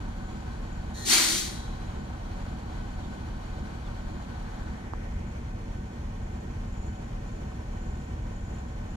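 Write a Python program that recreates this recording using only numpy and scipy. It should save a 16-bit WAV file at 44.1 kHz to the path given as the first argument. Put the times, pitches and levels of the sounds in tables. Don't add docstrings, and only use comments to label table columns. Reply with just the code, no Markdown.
import sys
import numpy as np
from scipy import signal
from scipy.fft import rfft, irfft
from scipy.io import wavfile
from scipy.ndimage import uniform_filter1d

SR = 44100
rng = np.random.default_rng(int(sys.argv[2]) if len(sys.argv) > 2 else 0)


def store_wav(level_fs):
    pcm = np.round(np.clip(np.atleast_2d(level_fs), -1, 1) * 32767)
    wavfile.write(sys.argv[1], SR, pcm.T.astype(np.int16))


N = 395136
TIME = np.arange(N) / SR
HZ = np.fft.rfftfreq(N, 1 / SR)

# freq_hz, wagons_left_db, wagons_right_db, track_left_db, track_right_db
YARD_SPECTRUM = [(20, -83, -75, -74, -70), (67, -67, -65.5, -63, -56), (133, -73.5, -68.5, -64, -69),
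                 (208, -71.5, -68.5, -78, -78), (470, -83, -80, -91, -80), (890, -82, -74, -81.5, -80),
                 (1207, -84.5, -82.5, -90, -89.5), (1766, -85.5, -88, -90, -89),
                 (2780, -95, -95.5, -98, -95), (5140, -91, -94, -99.5, -99),
                 (6540, -95.5, -99.0, -99, -101), (7430, -100.8, -108.9, -102.8, -107.1),
                 (11200, -110.6, -112.9, -112.0, -113.3), (14800, -116.7, -117.0, -117.0, -117.3)]
# centre_hz, width_hz, wagons_left_db, wagons_right_db, track_left_db, track_right_db
YARD_RESONANCES = [(290, 60, -1.5, -2.5, -3, -1), (430, 110, 0.5, 3, 12, -1.5), (494.5, 17, -4, 6.5, 12, 7),
                   (558, 61, 12.5, 4, 14.5, 3), (633, 66, -27, 2.5, -13, 3.5), (1073, 53, 7.5, 0.5, 2.5, 5),
                   (1450, 720, 4, -2.5, 0, -1.5), (1845, 94, -1.5, 3.5, 3.5, 5.5),
                   (2400, 340, 3, 5, 5, 1.5), (3016, 110, 2, 9, 6, 2.5), (3270, 140, 1.5, 5.5, -11, 0.5),
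                   (4250, 540, -1, 6, -3, 13), (5150, 570, -11.5, -8, -5, 1), (6100, 260, -4.5, -3, 4.5, 8),
                   (7200, 180, -5, -4, 1, -3), (7600, 50, 10, 7, 5, -1), (9300, 480, 5, 1, -2, 8)]
# freq_hz, coherence
DIFFUSE_COHERENCE = [(70, 1), (130, .98), (290, .88), (640, .55), (1400, .3), (3000, .2), (15000, .1)]
# freq_hz, wagons_rad, track_rad
IDLE_LEAD = [(0, 0, 0), (40, -.09, -.075), (85, -.2, -.16), (170, -.48, -.12), (260, -.85, -.2),
             (345, -1.2, -.6), (430, -1.8, -1), (560, -2.2, -2.3), (800, -1.55, -2.7), (1000, -1.6, -1.75),
             (1400, -1.6, -1.9), (1700, -2.9, -3.2), (2400, -4, -4.3), (3300, -6.1, -5.8),
             (4200, -7.4, -3.6), (6100, -4.3, -5.3), (7200, -5.7, -7.1)]
# start_s, level_db, start_pitch_hz
BIRD_CHIPS = [(3.01, -54, 3850), (3.83, -56.5, 3700)]
# start_s, level_db, decay_s
GRIT_TICKS = [(4.635, -66, 0.003), (6.431, -68, 0.014)]
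# start_s, level_db, pitch_hz, rise_cycles, left_minus_right_db, left_delay_s
HANDLING_KNOCKS = [(2.464, -38.5, 520, 1.5, -.5, 0), (3.582, -37.5, 560, .9, -2.5, 0),
                   (4.9354, -23.2, 910, .62, -8.5, .00078), (5.274, -41, 1050, 1, -2.5, 0),
                   (7.261, -43, 950, 1.6, -4, 0), (7.518, -42.5, 1150, 1.6, -.5, 0)]
# pitch_hz, wagons_left_db, wagons_right_db, track_left_db, track_right_db
WHINE_TONES = [(748.3, -56, -60.5, -62, -60), (1497, -57, -67, -64.5, -68.5), (1556, -64, -73, -71, -73),
               (815, -62, -62, -72, -72), (932, -63, -63, -75, -75), (436, -70, -70, -63, -63),
               (775, -72, -72, -66, -66)]
# pitch_hz, level_db, waver_fraction
HUM_TONES = [(68, -48, .018), (218.9, -58.5, .0015)]
# time_s, level_db
RATTLE_LEVEL = [(0, -68), (5.7, -72.5), (6.9, -65.5), (8.9, -66)]
# freq_hz, level_db
ORDER_BED = [(12, -80), (20, -65), (34, -55.5), (44, -56.5), (50, -63), (62, -56.5), (78, -56.5), (90, -62),
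             (112, -61), (135, -64), (165, -65.5), (200, -63.5), (240, -69.5), (285, -75), (335, -71.5),
             (400, -78.2), (520, -83.4)]
# freq_hz, lift_db
EVEN_ORDER_LIFT = [(60, 0), (120, 2), (330, 2), (520, 1)]
# order_number, level_db
STRONG_ORDERS = [(11, -53.3), (12, -55.5), (13, -48.7), (19, -46.2), (20, -51), (23, -49.7), (24, -45),
                 (30, -44), (43, -49.3), (47, -50.2), (52, -55), (53, -54), (60, -55), (62, -54.5),
                 (68, -54.2), (70, -55.5), (78, -56), (80, -59), (84, -60.3), (88, -57.3), (104, -58.5),
                 (108, -56.2), (110, -58.5), (124, -59.3), (128, -51.3), (132, -55), (144, -65), (150, -64),
                 (158, -67.4), (174, -64.3), (178, -66), (181, -65), (184, -67), (239, -68.3), (240, -73.1),
                 (252, -76.4), (256, -76.0), (267, -75.3), (268, -76.7), (280, -69.8)]
# centre_hz, width_hz, gain_db
TAIL_RESONANCES = [(1850, 440, 19), (3300, 260, 17), (3950, 370, 23), (5200, 602, 8), (6500, 400, 7),
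                   (7060, 400, 10), (9420, 250, -3), (13000, 4000, 2)]
# freq_hz, level_db
LEAK_SPECTRUM = [(300, -25), (1500, -1), (2900, -8), (4000, 1), (5100, 1), (7000, 1), (8000, -4),
                 (9200, -1), (11000, -4), (15500, -9)]
# centre_hz, width_hz, gain_db
GAP_RESONANCES = [(1860, 280, 20), (3380, 380, 10), (3820, 160, 12), (4210, 240, 19.5), (5700, 400, 6),
                  (6200, 480, 10), (7000, 480, 12), (8650, 600, 8)]
# centre_hz, width_hz, gain_db
SEAT_RESONANCES = [(1980, 200, 3), (3980, 300, -6), (9450, 230, -3)]
# freq_hz, left_db, right_db
JET_SPECTRUM = [(120, -70, -70), (195, -61.5, -67), (245, -55, -55), (278, -67, -63), (333, -56, -55),
                (480, -71.5, -70), (650, -70, -69.5), (855, -67, -72.5), (1170, -64.5, -65.5),
                (1470, -62, -77), (2160, -59, -64.5), (2850, -64, -69), (3750, -61.5, -62.5),
                (4430, -57.5, -56.5), (5050, -62, -61), (5800, -57.5, -61.5), (7060, -58.5, -61),
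                (8100, -62.5, -70), (9550, -61, -78), (10700, -69, -77), (15500, -72.5, -84)]
# centre_hz, width_hz, left_db, right_db
PIPE_RESONANCES = [(240, 26, 6, 4.5), (334, 60, 4, 4), (775, 105, 1.5, 11), (1455, 110, 4, 11),
                   (2320, 90, 3, 2), (2830, 150, 0.5, 7), (3160, 290, 1.5, 7.5), (3700, 70, 1.5, 6),
                   (4220, 130, 3, 0), (4320, 150, -2, 3.5), (5250, 220, -2, -5), (6120, 91, -3, 4),
                   (6600, 150, 2, -6), (8580, 200, 3.5, 4), (9450, 260, 4, 1)]
# freq_hz, coherence
JET_COHERENCE = [(100, 0.34), (500, 0.94), (1500, 0.29), (2500, 0.27), (3300, 0.45), (4400, 0.54),
                 (5300, .2), (7500, 0.85), (10000, .15), (15000, .1)]
# freq_hz, lead_rad
JET_PHASE_LEAD = [(60, -1.1), (300, -1.74), (1900, -1.04), (2700, 1.1), (3600, 0.15), (4300, -0.85),
                  (5000, 0.66), (5600, 1.4), (6500, 1.85), (9000, 1.7)]

CYCLE_HZ = 1.83312
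CRACK_S, OPEN_S, WIDE_S, SHUT_S = 0.933, 1.0465, 1.135, 1.385


def amp(db):
    return 10 ** (np.asarray(db) / 20)


def unit_rms(x):
    return x / np.sqrt(np.mean(x ** 2) + 1e-20)


def ramp(start_s, end_s):
    return np.clip((TIME - start_s) / (end_s - start_s), 0, 1)


def since(start_s):
    return np.maximum(TIME - start_s, 0)


def spectrum(table, hz=HZ):
    freq_hz, *columns = np.transpose(table)
    return np.array([np.interp(np.log(hz + 1), np.log(freq_hz + 1), column) for column in columns])


def resonance(centre_hz, width_hz):
    return 1 / (1 + (2 * (HZ - centre_hz) / width_hz) ** 2)


def peaks_db(table):
    return sum(np.array(db)[:, None] * resonance(hz, width_hz) for hz, width_hz, *db in table)


def above(hz):
    return 1 - 1 / (1 + (HZ / hz) ** 4)


def drift(rate_hz):
    noise = rfft(rng.standard_normal(N))
    return unit_rms(irfft(noise * np.exp(-(HZ / rate_hz) ** 2) * (HZ > 0), N))


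def comb_ripple(spread_s):
    reflections = rng.standard_normal((2, N)) * np.exp(-TIME / spread_s) * (TIME > .002)
    return unit_rms(rfft(reflections).real)


def noise_pair(coherence_table, lead_table):
    left, independent = rfft(rng.standard_normal((2, N))) * np.sqrt(SR / 2)
    coherence = np.clip(spectrum(coherence_table)[0], -1, 1)
    right = coherence * left + np.sqrt(1 - coherence ** 2) * independent
    return np.vstack([(left, right * np.exp(-1j * lead)) for lead in spectrum(lead_table)])


def add(mix, start_s, sound):
    part = mix[:, round(start_s * SR):][:, :sound.shape[1]]
    part += sound[:, :part.shape[1]]


def heading(middle_s=4.89, length_s=0.46, before=0.056, after=0.63):
    swing = np.sin(np.pi / 2 * ramp(middle_s - length_s / 2, middle_s + length_s / 2)) ** 2
    return before + (after - before) * swing


def turned(pairs, turn):
    return pairs[:2] * (1 - turn) + pairs[2:] * turn


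def sweep(wash, middle_s=4.97, half_s=0.38, gain_db=4.5, from_hz=1700, to_hz=2250, width_hz=630):
    centre_hz = from_hz + (to_hz - from_hz) * ramp(middle_s - half_s, middle_s + half_s)
    carrier = np.exp(2j * np.pi * np.cumsum(centre_hz) / SR)
    window = np.exp(-(2 * np.fft.fftfreq(N, 1 / SR) / width_hz) ** 2)
    band = 2 * (carrier * np.fft.ifft(np.fft.fft(wash / carrier) * window)).real
    swell_db = gain_db * np.exp(-((TIME - middle_s) / half_s) ** 2 / 2)
    return wash + band * (amp(swell_db) - 1)


def yard(turn, treble_hz=2800, swell_db=0.65, clatter_db=0.32):
    comb_db = np.tile(1.4 * comb_ripple(.012), (2, 1))
    colour = amp(spectrum(YARD_SPECTRUM) + peaks_db(YARD_RESONANCES) + comb_db) * above(13)
    both_headings = irfft(noise_pair(DIFFUSE_COHERENCE, IDLE_LEAD) * colour, N)
    field = rfft(turned(both_headings, turn))
    mid = field.mean(0)
    field = mid + (field - mid) * above(150)
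    high = irfft(field * above(treble_hz), N)
    low = irfft(field, N) - high
    level_db = np.interp(turn, [0, 1], [0.96, 1.5])
    treble_db = np.interp(turn, [0, 1], [-0.26, -2.5])
    wash = low * amp(clatter_db * drift(24)) + high * amp(treble_db)
    return sweep(wash) * amp(level_db + swell_db * drift(18))


def bird(length_s=0.074, fall_fraction=0.11):
    out, t = np.zeros((2, N)), np.arange(0, length_s, 1 / SR)
    for start_s, level_db, start_hz in BIRD_CHIPS:
        pitch_hz = start_hz * (1 - fall_fraction * t / length_s)
        chip = np.sin(2 * np.pi * np.cumsum(pitch_hz) / SR) * np.hanning(len(t))
        blur = unit_rms(uniform_filter1d(rng.standard_normal((2, len(t))), size=120))
        add(out, start_s, amp(level_db) * chip * blur)
    return out


def grit(low_hz=6500, left_db=4):
    envelope = sum((TIME > start_s) * amp(level_db) * np.exp(-since(start_s) / decay_s)
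                   for start_s, level_db, decay_s in GRIT_TICKS)
    hiss = unit_rms(irfft(rfft(rng.standard_normal((2, N))) * above(low_hz), N))
    return hiss * envelope * amp([[left_db], [0]])


def knocks(thud_db=-7, thud_s=0.00056, snap_db=-17, snap_s=0.00066):
    out, t = np.zeros((2, N)), np.arange(SR // 40) / SR
    for start_s, level_db, pitch_hz, rise_cycles, pan_db, delay_s in HANDLING_KNOCKS:
        age_s = np.maximum(t - [[delay_s], [0]], 0)
        ring_age, thud_age = age_s * pitch_hz / rise_cycles, age_s / thud_s
        ring = -(ring_age * np.exp(1 - ring_age)) ** 2 * np.sin(2 * np.pi * pitch_hz * age_s)
        thud = amp(thud_db) * (thud_age * np.exp(1 - thud_age)) ** 2
        snap = amp(snap_db) * rng.standard_normal(len(t)) * np.exp(-t / snap_s)
        gain = amp([[level_db + pan_db / 2], [level_db - pan_db / 2]])
        add(out, start_s, gain * (ring + thud + uniform_filter1d(snap, size=4)))
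    return out


def whine(turn, waver=.0017):
    out = np.zeros((2, N))
    for pitch_hz, *db in WHINE_TONES:
        level_db = turned(np.array(db)[:, None], turn)
        phase = 2 * np.pi * np.cumsum(pitch_hz * (1 + waver * drift(9.3))) / SR
        fading = 1 + .36 * drift(18)
        out += np.sqrt(2) * amp(level_db) * fading * np.sin([phase, phase + np.pi / 2])
    return out


def hums():
    out = np.zeros((2, N))
    for pitch_hz, level_db, waver in HUM_TONES:
        phase = 2 * np.pi * np.cumsum(pitch_hz * (1 + waver * drift(2))) / SR
        lead = spectrum(IDLE_LEAD, pitch_hz)[0]
        out += np.sqrt(2) * amp(level_db) * np.sin([phase, phase - lead])
    return out


def rattle(ring_hz=7050, width_hz=460, decay_s=0.019, uneven_db=1.6, tremble_db=-10, calm_db=-10):
    firings_per_cycle = 12
    first_firing, stretch_middle, stretch_length = .075, .54, .52
    cycles = TIME * CYCLE_HZ
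    age_cycles = (cycles - first_firing) % (1 / firings_per_cycle)
    rattling = abs((cycles - age_cycles) % 1 - stretch_middle) < stretch_length / 2
    jolts = amp(calm_db * (1 - rattling)) * np.exp(-age_cycles / CYCLE_HZ / decay_s)
    shake = uniform_filter1d(jolts + amp(tremble_db), size=300) * amp(uneven_db * drift(9.1))
    track_noise = noise_pair(DIFFUSE_COHERENCE, IDLE_LEAD)[2:]
    ring = irfft(track_noise * resonance(ring_hz, width_hz), N)
    level_db = np.interp(TIME, *np.transpose(RATTLE_LEVEL))
    return unit_rms(ring * shake) * amp(level_db)


def throb(cycle, hz, width_hz, gain_db, swing_db, peak_at, swells=1):
    size = cycle.shape[1]
    order_hz = np.arange(size // 2 + 1) * CYCLE_HZ
    band = irfft(rfft(cycle) * np.exp(-(2 * (order_hz - hz) / width_hz) ** 2), size)
    swing = np.cos(2 * np.pi * swells * (np.arange(size) / size - peak_at))
    return cycle + band * (amp(gain_db + swing_db * swing) - 1)


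def diesel(wander=0.00092, unsteady_db=0.5, size=32768, order_count=300):
    orders = np.arange(order_count)
    order_hz = orders * CYCLE_HZ
    lift_db = spectrum(EVEN_ORDER_LIFT, order_hz)[0] * (-1) ** orders
    level = amp(spectrum(ORDER_BED, order_hz)[0] + lift_db) * (order_hz > 10)
    for order, level_db in STRONG_ORDERS:
        level[round(order)] = amp(level_db)
    phase = rng.uniform(0, 2 * np.pi, order_count)
    side_phases = np.vstack([(phase, phase - lead) for lead in spectrum(IDLE_LEAD, order_hz)])
    cycle = irfft(level * np.exp(1j * side_phases), size) * size / np.sqrt(2)
    cycle = throb(cycle, hz=204, width_hz=45, gain_db=3, swing_db=-0.5, peak_at=0.25, swells=2)
    cycle = throb(cycle, hz=54.7, width_hz=47, gain_db=-0.5, swing_db=4, peak_at=0.16, swells=6)
    cycle = throb(cycle, hz=34, width_hz=14, gain_db=0, swing_db=6, peak_at=0.26)
    cycle = throb(cycle, hz=70, width_hz=22, gain_db=2, swing_db=2.5, peak_at=0.91)
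    cycle = throb(cycle, hz=350, width_hz=76, gain_db=0.5, swing_db=5.5, peak_at=0.73)
    cycles = np.cumsum(CYCLE_HZ * (1 + wander * drift(1.32))) / SR
    exhaust = np.array([np.interp(cycles % 1, np.arange(size) / size, side) for side in cycle])
    return exhaust * amp(unsteady_db * drift(6.4))


def ducking(loud, knee_db=-37):
    power = uniform_filter1d((loud ** 2).mean(0), size=2000)
    power_db = 10 * np.log10(abs(power) + 1e-12)
    return amp(-.5 * np.maximum(power_db - knee_db, 0))


def after_ring(air, level_db=-28, t60_s=1.13, dull_hz=7000):
    tail = rng.standard_normal((2, N)) * amp(-60 * TIME / t60_s) * (TIME > .03)
    tail /= np.linalg.norm(tail[0])
    colour = amp(level_db + peaks_db(TAIL_RESONANCES)) / np.hypot(1, HZ / dull_hz)
    return irfft(rfft(air) * rfft(tail) * colour, N)


def seating(peak_s=1.47, fade_s=0.097, level_db=-55, left_db=3):
    colour = sum(amp(db) * resonance(hz, width_hz) for hz, width_hz, db in SEAT_RESONANCES)
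    whistle = unit_rms(irfft(noise_pair(JET_COHERENCE, JET_PHASE_LEAD) * colour, N))
    flow = np.exp(-((TIME - peak_s) / fade_s) ** 2)
    return whistle * flow * amp(level_db) * amp([[left_db], [0]])


def leak(level_db=-42, rise_s=0.037, left_db=2):
    colour = amp(spectrum(LEAK_SPECTRUM) + peaks_db(GAP_RESONANCES))
    whistle = unit_rms(irfft(noise_pair(JET_COHERENCE, JET_PHASE_LEAD) * colour, N))
    flow = (1 - np.exp(-since(CRACK_S) / rise_s)) * (1 - ramp(OPEN_S, WIDE_S))
    return whistle * flow * amp(level_db) * amp([[left_db], [0]])


def blast(boom_hz=550, roar_hz=2400, sizzle_hz=10500, flutter_db=0.5, flutter_hz=90):
    surge_db, surge_s, roar_full_s, boom_rise_s = 3, 0.036, 1.18, 0.03
    drain_db_per_s, shut_db_per_s, roar_db_per_s, sizzle_db_per_s = 29.5, 75, 35, 30
    draining_s, shutting_s = since(WIDE_S), since(SHUT_S)
    jet_db = 1 + surge_db * np.exp(-draining_s / surge_s)
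    jet_db -= drain_db_per_s * draining_s + shut_db_per_s * shutting_s
    roar_db = 2.5 - 11 * (1 - ramp(OPEN_S, roar_full_s))
    roar_db -= roar_db_per_s * (since(roar_full_s) - shutting_s)
    sizzle_db = -0.2 - sizzle_db_per_s * shutting_s
    boom_db = -3.5 + 0.58 * jet_db
    colour = amp(spectrum(JET_SPECTRUM) + peaks_db(PIPE_RESONANCES) + 1.7 * comb_ripple(.015))
    jet = noise_pair(JET_COHERENCE, JET_PHASE_LEAD) * colour
    boom = irfft(jet * (1 - above(boom_hz)), N)
    roar = irfft(jet * above(boom_hz) * (1 - above(roar_hz)), N)
    sizzle = irfft(jet * above(sizzle_hz), N)
    core = irfft(jet, N) - boom - roar - sizzle
    flow = ramp(OPEN_S, WIDE_S) * amp(jet_db + flutter_db * drift(flutter_hz))
    push = ramp(OPEN_S, OPEN_S + boom_rise_s) * amp(boom_db)
    return flow * (core + amp(roar_db) * roar + amp(sizzle_db) * sizzle) + push * boom


def scene():
    turn = heading()
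    air = blast() + leak() + seating()
    rumble_db = -1.25 + 0.6 * turn
    rumble = (turned(diesel(), turn) + hums()) * amp(rumble_db)
    idle = rumble + whine(turn) + rattle() + yard(turn)
    return air + after_ring(air) + idle * ducking(air) + knocks() + grit() + bird()


def record(dry, edge_hz=15600):
    faded = dry * signal.windows.tukey(N, .001)
    low_pass = signal.firwin(511, edge_hz, window=("kaiser", 9), fs=SR)
    return signal.oaconvolve(faded, low_pass[None], "same")


dry = scene()
out = record(dry)
store_wav(out)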